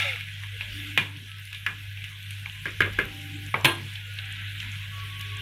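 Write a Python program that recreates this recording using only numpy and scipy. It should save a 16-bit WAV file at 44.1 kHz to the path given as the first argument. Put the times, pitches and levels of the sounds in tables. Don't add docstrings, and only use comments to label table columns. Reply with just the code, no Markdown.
import sys
import numpy as np
from scipy import signal
from scipy.fft import rfft, irfft, next_fast_len
from scipy.io import wavfile
from scipy.ndimage import uniform_filter1d, map_coordinates

SR = 44100
rng = np.random.default_rng(int(sys.argv[2]) if len(sys.argv) > 2 else 0)


def level_to_linear(level):
    exponent = np.asarray(level, float) / 20
    return 10 ** exponent


def waveform_to_disk(signal):
    frames = np.transpose(np.atleast_2d(signal))
    scaled = np.clip(frames, -1, 1) * 32767
    samples = np.round(scaled).astype(np.int16)
    wavfile.write(sys.argv[1], SR, samples)


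N = 238757


def unit(x):
    return x / np.sqrt(np.mean(x ** 2) + 1e-20)


def curves(rows, off_db=None):
    s, *columns = np.transpose(rows)
    t = np.arange(N) / SR
    return [np.interp(t, s, column, left=off_db, right=off_db) for column in columns]


def wobble(rate, size=N):
    knots = rng.standard_normal(int(size * rate / SR) + 4)
    return map_coordinates(knots, [np.arange(size) * rate / SR])


def gain(points, hz):
    f, level = np.transpose(points)
    return level_to_linear(np.interp(np.log(hz + 1), np.log(f + 1), level, left=-120, right=-120))


def bell(hz, centre_hz, octaves):
    return np.exp(-.5 * (np.log2((hz + 1) / centre_hz) / octaves) ** 2)


def filtered(x, response):
    m = next_fast_len(x.shape[-1] + 4096)
    return irfft(rfft(x, m) * response(np.fft.rfftfreq(m, 1 / SR)), m)[..., :x.shape[-1]]


def burst(size, response):
    return unit(filtered(rng.standard_normal(size), response))


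def hiss(spectrum, patchy_db, source=None, size=4):
    source = rng.standard_normal(N) if source is None else source
    z = signal.stft(source, nperseg=512)[2]
    field = uniform_filter1d(rng.standard_normal(z.shape), size=size, axis=0)
    field = uniform_filter1d(field, size=9, axis=1)
    patchy = signal.istft(z * level_to_linear(patchy_db * unit(field)), nperseg=512)[1][:N]
    return unit(filtered(patchy, lambda hz: gain(spectrum, hz)))


def crackle(count, spread_db, life_s, share):
    sizes = np.bincount(rng.integers(0, N, count), level_to_linear(spread_db * rng.exponential(size=count)), N)
    puffs = signal.lfilter([1], [1, -np.exp(-1 / (life_s * SR))], sizes)
    return (unit(puffs) * share + 1) * rng.standard_normal(N)


def ring(modes, t, scatter_db, beat=.45):
    out = 0
    for hz, db, t60 in modes:
        a, b, c = rng.standard_normal(3)
        beating = 1 + beat * np.sin(2 * np.pi * (9 + hz / 400) * t + 3 * c)
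        out = out + level_to_linear(db + scatter_db * a - 60 * t / t60) * np.sin(2 * np.pi * hz * t + 3 * b) * beating
    return out


def place(out, s, sound):
    room = out[round(s * SR):][:len(sound)]
    room += sound[:len(room)]


# (time [s], strength [dB], brightness [dB])
SIZZLE = [(0.0, -27.5, -16.5), (0.04, -33.5, -14.5), (0.21, -42, -12.5), (0.5, -42.5, -14.5),
          (0.83, -39, -11.5), (0.93, -40.5, -11.5), (1.08, -44.5, -13), (1.22, -46.5, -11.5),
          (2.71, -43, -11.5), (2.86, -42, -14), (3.25, -43, -11), (4.11, -42.5, -12.5), (4.29, -38, -17.5),
          (4.52, -39, -16), (5.02, -41, -12.5), (5.41, -39, -16.5)]
# (frequency [Hz], density [dB per Hz])
FRY = [(900, -51), (1250, -34), (1400, -18), (1470, -3), (1630, -3.5), (1695, 3), (1770, -8.5),
       (1900, -1.5), (2200, 0), (2830, 1), (3420, -1.5), (4000, -9.5), (4400, -22.5), (6000, -68)]
# (frequency [Hz], density [dB per Hz])
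FIZZ = [(2530, -16), (4300, 0), (4910, -4), (5490, -2.5), (7660, -7), (11700, -3.5), (15200, -12),
        (16200, -25)]
# (frequency [Hz], density [dB per Hz])
MURMUR = [(110, -2), (190, 0), (298, -17), (365, -14.5), (488, -14.5), (592, -15.5), (1160, -11.5),
          (1400, -2), (1820, -31), (3080, -120)]


def frying():
    fry_db, bright_db = curves(SIZZLE)
    surge = wobble(14)
    boil = crackle(count=4000, spread_db=4.0, life_s=0.0017, share=0.24)
    fry = level_to_linear(fry_db + 0.13 * surge) * hiss(FRY, 1.55, boil)
    sparkle = crackle(count=2000, spread_db=4.5, life_s=0.00049, share=0.22)
    fizz = level_to_linear(fry_db + bright_db + .5 * surge) * hiss(FIZZ, 2.2, sparkle, size=16)
    murmur_db = -62.5 + 1.26 * (fry_db - fry_db.mean())
    opening = level_to_linear(murmur_db) + level_to_linear(-35) * aftermath(t60=0.5)
    return fry + fizz + opening * hiss(MURMUR, 4.2)


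# (time [s], peak [dB], centre [Hz])
SPITS = [(.2072, -48, 12000), (.4033, -42, 5310), (.4432, -48, 11500), (1.3975, -37, 12200),
         (1.5277, -45, 11500), (2.046, -38.5, 5650), (2.3077, -29, 8800), (2.5197, -38, 5590),
         (2.6371, -36, 11200), (2.707, -37, 6670), (2.935, -43, 5500), (3.464, -32, 6420),
         (3.6109, -34, 6450), (3.646, -27, 5000), (3.654, -27, 4300), (3.8644, -47, 10680),
         (3.937, -33, 9300), (3.9771, -46, 11800), (4.1396, -35, 10100), (4.256, -40, 7190),
         (4.3247, -31, 8150), (4.6022, -33, 5240), (4.717, -30.5, 6030), (5.2106, -34, 5630),
         (5.37, -32.5, 7340)]


def spits():
    out, t = np.zeros(N), np.arange(round(.02 * SR)) / SR
    for s, db, hz in SPITS:
        puff = burst(len(t), lambda f: bell(f, hz, octaves=0.24))
        place(out, s, level_to_linear(db - 8.5 - 60 * t / 0.012) * puff)
    return out


# (time [s], peak [dB], centre [Hz], tick [dB])
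TOUCHES = [(0.023, -23, 2500, -25), (.046, -24, 2400, -31), (0.16, -24, 2050, -25), (0.202, -33, 2900, -20),
           (0.209, -25.5, 2500, -23), (1.3165, -33, 2800, -32), (1.529, -24.5, 2700, -23),
           (1.547, -23.5, 3420, -26), (1.9737, -31, 2650, -30), (2.041, -22.5, 2700, -25),
           (2.3068, -26.5, 2900, -20), (2.934, -31, 3020, -17), (3.955, -25, 3470, -30),
           (4.1872, -22, 2830, -27), (4.6027, -23.5, 3170, -27), (4.6273, -25, 2150, -29),
           (5.2107, -27, 3110, -10.5)]
# (time [s], peak [dB], centre [Hz], thud [dB])
TAPS = [
    (2.6559, -15.5, 1663, -21.5),
    (2.666, -20.5, 2200, -29),
    (2.8053, -5, 1625, -22),
    (2.8175, -12.5, 2200, -30),
    (2.8587, -23.5, 2360, -13),
    (2.988, -9, 1630, -18),
    (2.998, -18, 2200, -25),
    (3.0125, -25, 2340, -29),
]
# (time [s], peak [dB], centre [Hz], hollow body [dB], tick [dB])
BLOWS = [
    (0.4355, -25.5, 1870, -35, -25),
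    (0.6095, -20.5, 2560, -28, -33),
    (0.9765, -6.5, 2460, -20.5, -23),
    (1.664, -10.5, 1780, -29, -27.5),
    (2.459, -24.5, 2000, -30, -38),
    (2.497, -37, 3000, -47, -27),
    (3.5415, -14.5, 2000, -11, -45),
    (3.6457, -8, 3070, -12.5, -13.5),
    (3.6534, -4.5, 2400, -20, -18),
]


def contacts():
    touches = [(s, db, hz, -49, -55, tick) for s, db, hz, tick in TOUCHES]
    taps = [(s, db, hz, thud, -32.5, -30.5) for s, db, hz, thud in TAPS]
    blows = [(s, db, hz, -2 + 1.345 * body, body, tick) for s, db, hz, body, tick in BLOWS]
    return touches + taps + blows


# (frequency [Hz], density [dB per Hz])
BLOW = [(950, -11), (1250, -8), (1400, -9.5), (1650, -1), (1900, -9.5), (2420, -4), (3000, -3),
        (3630, -4.5), (4620, -19), (5600, -38)]
# (frequency [Hz], density [dB per Hz])
THUD = [(60, -8), (110, -6), (240, -9.5), (410, -5), (560, -12.5), (680, -19.5), (800, -62)]
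# (frequency [Hz], level [dB], t60 [s])
PAN = [(484, -18, .2), (1420, -12, .12), (1692, -4, .25), (1970, -10, .2), (2126, -6, .16), (2272, -5, .13),
       (2417, 0, .21), (2805, -4, .22), (2977, -9, .2), (3560, -18, .15)]
# (frequency [Hz], level [dB], t60 [s])
RIM = [(393, -8, .06), (1098, -14, .2), (1432, -9, .15), (1610, -2, .11), (1690, -6, .15), (1879, -13, .25),
       (1965, -5, .09), (2105, -1, .15), (2347, -7, .25), (2498, -11, .25), (3112, -14, .16)]
RIM_FROM_S, OFF_PAN_S = 2.6, 3.6


def knock(t, s, db, hz, thud_db, body_db, tick_db):
    on_floor, on_rim, on_pan = s < RIM_FROM_S, RIM_FROM_S < s < OFF_PAN_S, s < OFF_PAN_S
    rise, crack = 1 - np.exp(-t / 0.0002), level_to_linear(-60 * t / 0.006)
    contact = 1 / (0.5 + (t / (0.0088 + db / 7000)) ** 4)
    note = np.sin(2 * np.pi * hz * t)

    clack = contact * burst(len(t), lambda f: gain(BLOW, f) * bell(f, hz, 0.59))
    clack = clack + contact * (2.2 if on_rim else .25) * note
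    clack = clack + level_to_linear(9.5 - db / 6 + (9 if on_floor else -8)) * crack * note
    clack = filtered(rise * clack, lambda f: 1 / (1 + (1150 / (f + 1)) ** 8))

    tail_db = 0 if on_rim else -0.5 if on_floor else -1
    tail = burst(len(t), lambda f: gain(BLOW, f)) * level_to_linear(tail_db - 60 * t / 0.25)
    if on_pan:
        tail = tail + level_to_linear(-0.5 if on_rim else -2) * ring(RIM if on_rim else PAN, t, 1.6, beat=0.37)
    tail = 1.29 * filtered(tail, lambda f: bell(f, 0.93 * hz, 0.63))

    thud_t60 = .26 if on_rim else .3
    thud = burst(len(t), lambda f: gain(THUD, f)) * level_to_linear(thud_db + 4.0 - 60 * t / thud_t60)
    hollow = burst(len(t), lambda f: bell(f, 1014, 0.23))
    body = hollow * level_to_linear(body_db - 2.0) * (contact + level_to_linear(-5.0 - 60 * t / 0.39))
    answer = burst(len(t), lambda f: bell(f, 830, 0.74)) * level_to_linear(2 * body_db + 10.5 - 60 * t / 0.34)
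    tick_fade = level_to_linear(9.0 - 60 * t / 0.014) + level_to_linear((-7.5 if on_pan else -15) - 60 * t / 0.32)
    tick = burst(len(t), lambda f: gain(FIZZ, f)) * level_to_linear(tick_db) * tick_fade

    strength_db = db / 6 - 8.5
    after = level_to_linear(strength_db) * tail + thud + body + answer + tick
    return level_to_linear(db) * (level_to_linear(-2.5) * clack / np.abs(clack).max() + level_to_linear(-6) * rise * after)


def knocks():
    out, t = np.zeros(N), np.arange(round(.4 * SR)) / SR
    for s, *contact in contacts():
        place(out, s, knock(t, s, *contact))
    return out


# (frequency [Hz], level [dB], t60 [s])
PLATE = [(261, -16, .4), (339, -11, .7), (864, -8, .15), (1032, -4.5, .32), (1378, -17, .3),
         (1619, -7, .42), (1888, -14, .3), (2182, -6, .2), (2546, -6, .2), (2686, -13, .25),
         (2820, -7, .25), (3282, -5, .31), (3429, -11, .14)]
# (frequency [Hz], level [dB], t60 [s])
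SPOON = [(3628, -14, .24), (4167, -16, .42), (4377, -14, .085), (6444, -21, .14), (8204, -20, .3),
         (9276, -15, .25), (9855, -16, .3), (10550, -18, .25), (11049, -18, .5), (13794, -11, .17)]


def spoon_drop():
    out, t = np.zeros(N), np.arange(round(.6 * SR)) / SR
    land_s, land_db = 3.654, -19.5
    fade = (1 - np.exp(-t / 0.001)) / (1 + (t / .15) ** 4)
    place(out, land_s, level_to_linear(land_db) * ring(PLATE, t, 0, beat=0.2) * fade)
    place(out, land_s - .006, level_to_linear(land_db) * ring(SPOON, t, 0, beat=.75) * fade)
    return out


# (time [s], peak [dB], frequency [Hz], t60 [s])
CLICKS = [(.2028, -25, 2800, 0.0025), (1.164, -34, 2800, .004), (4.6018, -27, 3200, .005),
          (0.9762, -2.5, 2220, 0.0025), (1.3165, -33, 2700, .006), (1.5483, -30, 3360, .006),
          (1.9737, -34, 2600, 0.0041), (2.4599, -19.5, 2230, .005), (2.498, -24.5, 2900, 0.0033),
          (2.682, -30, 2080, 0.024), (2.693, -32.5, 2430, 0.033), (3.544, -13.5, 2230, 0.023),
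          (2.9882, -13, 1653, 0.025), (.6095, -26.5, 2580, 0.0045), (3.6485, -7, 2360, .008),
          (4.187, -24.5, 2830, 0.0085)]
# (time [s], peak [dB], frequency [Hz], half length [s])
THUMPS = [
    (3.55, -29, 115, .009),
    (3.659, -25, 138, .011),
    (2.808, -27, 380, .002),
    (2.816, -33, 450, .003),
    (2.878, -31, 440, .003),
    (2.99, -27, 360, .002),
    (2.998, -31, 450, .003),
]


def clicks():
    out, t = np.zeros(N), np.arange(N) / SR
    for s, db, hz, half in THUMPS:
        out += level_to_linear(db) * np.exp(-.5 * ((t - s) / half) ** 2) * np.sin(2 * np.pi * hz * (t - s))
    near = t[:round(.04 * SR)]
    for s, db, hz, t60 in CLICKS:
        click = (1 - np.exp(-near / .0003)) * level_to_linear(-60 * near / t60) * np.sin(2 * np.pi * hz * near)
        place(out, s, level_to_linear(db) * click / np.abs(click).max())
    return out


# (time [s], pitch [Hz], level [dB])
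SQUEAK = [
    (0.035, 650, -66),
    (0.046, 578, -46),
    (0.058, 569, -38.5),
    (0.136, 499, -54),
    (0.15, 470, -49),
    (0.165, 460, -79),
]
# (time [s], bright part [dB], dull part [dB])
SCRAPE = [(0.0, -9, -39), (0.004, -26, -54), (0.016, -28, -52), (0.025, -22.5, -49), (0.038, -30.5, -51),
          (0.06, -29.5, -48), (0.1, -30, -49), (0.125, -33, -53), (0.156, -42.5, -54), (0.218, -43, -81),
          (0.26, -49, -79)]
# (frequency [Hz], width [Hz], level [dB])
SCRAPED = [(1313, 73, -5.5), (2150, 52, 5), (2360, 184, 0), (2796, 130, -2), (3110, 60, -17),
           (3420, 57, -3), (3600, 59, -5.5), (3760, 20, -1.5), (4340, 80, -19), (5300, 870, -25.5)]
# (frequency [Hz], level [dB], t60 [s])
RUNG = [(1351, -12, .3), (2130, -4, .4), (2315, -2, .35), (2450, -1, .2), (2830, -2, .3), (3343, -8, .29),
        (3620, -5, .2)]


def scraped_steel(f):
    steel = 0
    for k, (centre, width, db) in enumerate(SCRAPED):
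        steel = steel + (-1) ** k * level_to_linear(db) * 1j * f * width / (centre ** 2 - f * f + 1j * f * width)
    return steel / (1 + (1200 / (f + 1)) ** 12)


def scraping():
    bright_db, dull_db = curves(SCRAPE, -120)
    grit = crackle(count=3000, spread_db=3.5, life_s=0.0033, share=0.77)
    chatter = unit(filtered(grit, scraped_steel))
    dull = hiss([(600, -15), (680, 0), (900, -4), (1000, -32)], 1.4)
    squeak_hz, squeak_db = curves(SQUEAK)[0], curves(SQUEAK, -120)[1]
    squeak = np.sqrt(2) * np.sin(2 * np.pi * np.cumsum(squeak_hz) / SR)
    rung = level_to_linear(-32) * ring(RUNG, np.arange(N) / SR, 1, beat=.4)
    return rung + level_to_linear(bright_db) * chatter + level_to_linear(dull_db) * dull + level_to_linear(squeak_db) * squeak


# (time [s], level [dB])
HUM = [(0.0, -39.5), (0.07, -39), (0.29, -43), (0.53, -37.5), (0.71, -42.5), (0.93, -36.5), (1.08, -43),
       (1.78, -44), (1.9, -39), (2.23, -43), (2.3, -39), (2.74, -42.5), (2.8, -35.5), (3.15, -40.5),
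       (3.33, -37.5), (4.08, -40), (5.35, -36), (5.41, -39)]
# (time [s], level [dB])
MOTOR = [(0.0, -83), (0.09, -57), (0.32, -61), (0.74, -48), (1.11, -67), (1.45, -62), (1.66, -56),
         (2.29, -63), (3.06, -43.5), (3.19, -62), (3.51, -58), (4.17, -61), (4.35, -55.5), (5.41, -57)]
# (frequency [Hz], density [dB per Hz])
DRONE = [(20, -36), (30, -7), (49, -8), (70, -10), (88, -2), (96, -40)]
# (frequency [Hz], density [dB per Hz])
RUMBLE = [(66, -55), (112, -31), (124, 2.5), (151, 3.5), (230, -28.5), (300, -65), (510, -120)]
# (frequency [Hz], density [dB per Hz])
BOOM = [(150, -28), (200, 2), (330, -4), (450, -12), (620, -23)]


def kitchen():
    t = np.arange(N) / SR
    (hum_db,), (motor_db,) = curves(HUM), curves(MOTOR)
    hum_hz = 99.7 + 0.43 * wobble(6.15)
    hum_db = hum_db + 1.9 * wobble(8) + 0.74 * wobble(27)
    hum = level_to_linear(hum_db) * np.sqrt(2) * np.sin(2 * np.pi * np.cumsum(hum_hz) / SR)
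    motor = np.sqrt(2) * np.sin(2 * np.pi * 49 * t + 0.74 * wobble(5.3)) + hiss(DRONE, 2.0)
    rumble = level_to_linear(-56.5 + 0.36 * relaxed_db() + 3.1 * wobble(4.01)) + level_to_linear(-45) * aftermath(t60=0.61)
    boom = level_to_linear(-72.5 + relaxed_db()) * hiss(BOOM, 4.3)
    return hum + level_to_linear(motor_db - 0.5) * motor + rumble * hiss(RUMBLE, 2.4) + boom


# (frequency [Hz], start [s], end [s], level [dB])
WHINES = [(293, .727, 1, -50), (293, 0.98, 1.19, -55.5), (594, 0.605, .748, -63),
          (1310, 1.27, 1.426, -60.5), (1030, 2.48, 2.74, -69), (785, 2.93, 3.21, -60.5),
          (785, 3.19, 3.48, -63), (586, 3.13, 3.26, -68), (293, 3.04, 3.5, -50.5), (148, 2.6, 3.55, -60),
          (1445, 4, 4.17, -55), (293.2, 4.25, 4.6, -68.5), (1123, 4.905, 5.06, -48.5),
          (1108, 5.03, 5.14, -55), (1118, 5.11, 5.195, -53), (1117, 5.175, 5.295, -51),
          (1118, 5.28, 5.42, -50), (1340, 4.91, 5.12, -57.5), (414, 4.98, 5.1, -68), (410, 5.24, 5.45, -62),
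          (780, 4.2, 4.34, -66), (1340, 4.36, 4.47, -56), (1680, 3.1, 3.2, -70)]


def whines():
    out, t = np.zeros(N), np.arange(N) / SR
    for hz, start, end, db in WHINES:
        now = t[round(start * SR):round(end * SR)]
        gate = np.clip(np.minimum(now - start, end - now) / 0.028, 0, 1)
        level = level_to_linear(db + 2.5 * wobble(45, len(now)))
        jitter = .45 * wobble(70, len(now)) + .3 * wobble(14, len(now))
        place(out, start, gate * level * np.sqrt(2) * np.sin(2 * np.pi * hz * now + jitter))
    return out


# (time [s], length [s], centre [Hz], width [octaves], level [dB])
LEAKS = [(0.441, 0.03, 1070, 0.1, -56), (0.558, 0.046, 468, 0.14, -59.5), (0.633, 0.028, 980, 0.11, -58),
         (0.782, .04, 1170, .1, -64), (1.385, 0.026, 423, 0.19, -69), (1.533, 0.024, 1170, 0.23, -57),
         (1.783, 0.09, 287, 0.14, -62.5), (2.145, 0.049, 1100, 0.18, -60.5),
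         (2.475, 0.022, 910, 0.23, -53.5), (2.878, 0.0083, 450, 0.45, -40),
         (4.087, 0.034, 500, 0.11, -62.5), (4.681, 0.062, 195, 0.36, -53), (4.666, .04, 1010, 0.1, -61),
         (4.828, 0.086, 1080, 0.12, -60.5), (5.2, 0.033, 261, .3, -61)]


def leaks():
    out, t = np.zeros(N), np.arange(round(.3 * SR)) / SR
    for s, length, hz, octaves, db in LEAKS:
        puff = np.exp(-.5 * ((t - .15) / (length / 2)) ** 2)
        band = filtered(rng.standard_normal(len(t)), lambda f: bell(f, hz, octaves))
        loudness = np.sqrt(np.average(band ** 2, weights=puff))
        place(out, s - .15, level_to_linear(db) * puff * band / loudness)
    return out


def aftermath(t60):
    t, power = np.arange(N) / SR, 0
    for s, db, *_ in contacts():
        power = power + (t > s) * level_to_linear(1.42 * db - 60 * np.abs(t - s) / t60) ** 2
    return np.sqrt(power)


# (start [s], end [s], extra level [dB])
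RELAXED = [
    (0.66, 1.304, 11.5),
    (3.016, 3.515, 14.5),
    (3.73, 3.904, 19.5),
    (5.048, 5.5, 8),
]


def relaxed_db():
    t = np.arange(N) / SR
    return sum(db * np.clip(np.minimum(t - start, end - t) / 0.021, 0, 1) for start, end, db in RELAXED)


def scene():
    spoon = scraping() + knocks() + spoon_drop() + clicks()
    background = kitchen() + whines() + leaks()
    return np.tile(frying() + spits() + spoon + background, (2, 1))


def roll_off(x):
    return signal.sosfilt(signal.butter(12, 16340, fs=SR, output="sos"), x)


# (time [s], treble [dB], top [dB])
SPREAD = [
    (0, -50, -50),
    (2.5, -50, -45),
    (2.65, -19, -17),
    (2.95, -26, -16),
    (3.6, -28, -16),
    (3.75, -19, -17),
    (5.41, -20, -17),
]


def record(dry):
    treble_db, top_db = curves(SPREAD)
    treble = filtered(dry[0], lambda hz: hz > 4200)
    loudness = np.sqrt(np.abs(uniform_filter1d(treble ** 2, size=900)))
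    knocked = (loudness > 2.5 * np.median(loudness)) & (np.arange(N) > SR // 2)
    low = hiss([(3600, -37), (4400, -3), (8000, 2), (12800, -6), (13200, -40)], 2.0)
    top = hiss([(12700, -40), (13200, 5), (15700, -5), (16000, -40)], 2)
    low = level_to_linear(np.where(knocked, -19, treble_db)) * low
    top = level_to_linear(np.where(knocked, -19, top_db) - 2) * top
    side = loudness * (low + top)
    mix = filtered(dry + [side, -side], lambda hz: hz < 16300)
    return roll_off(mix)


dry = scene()
out = record(dry)
waveform_to_disk(out)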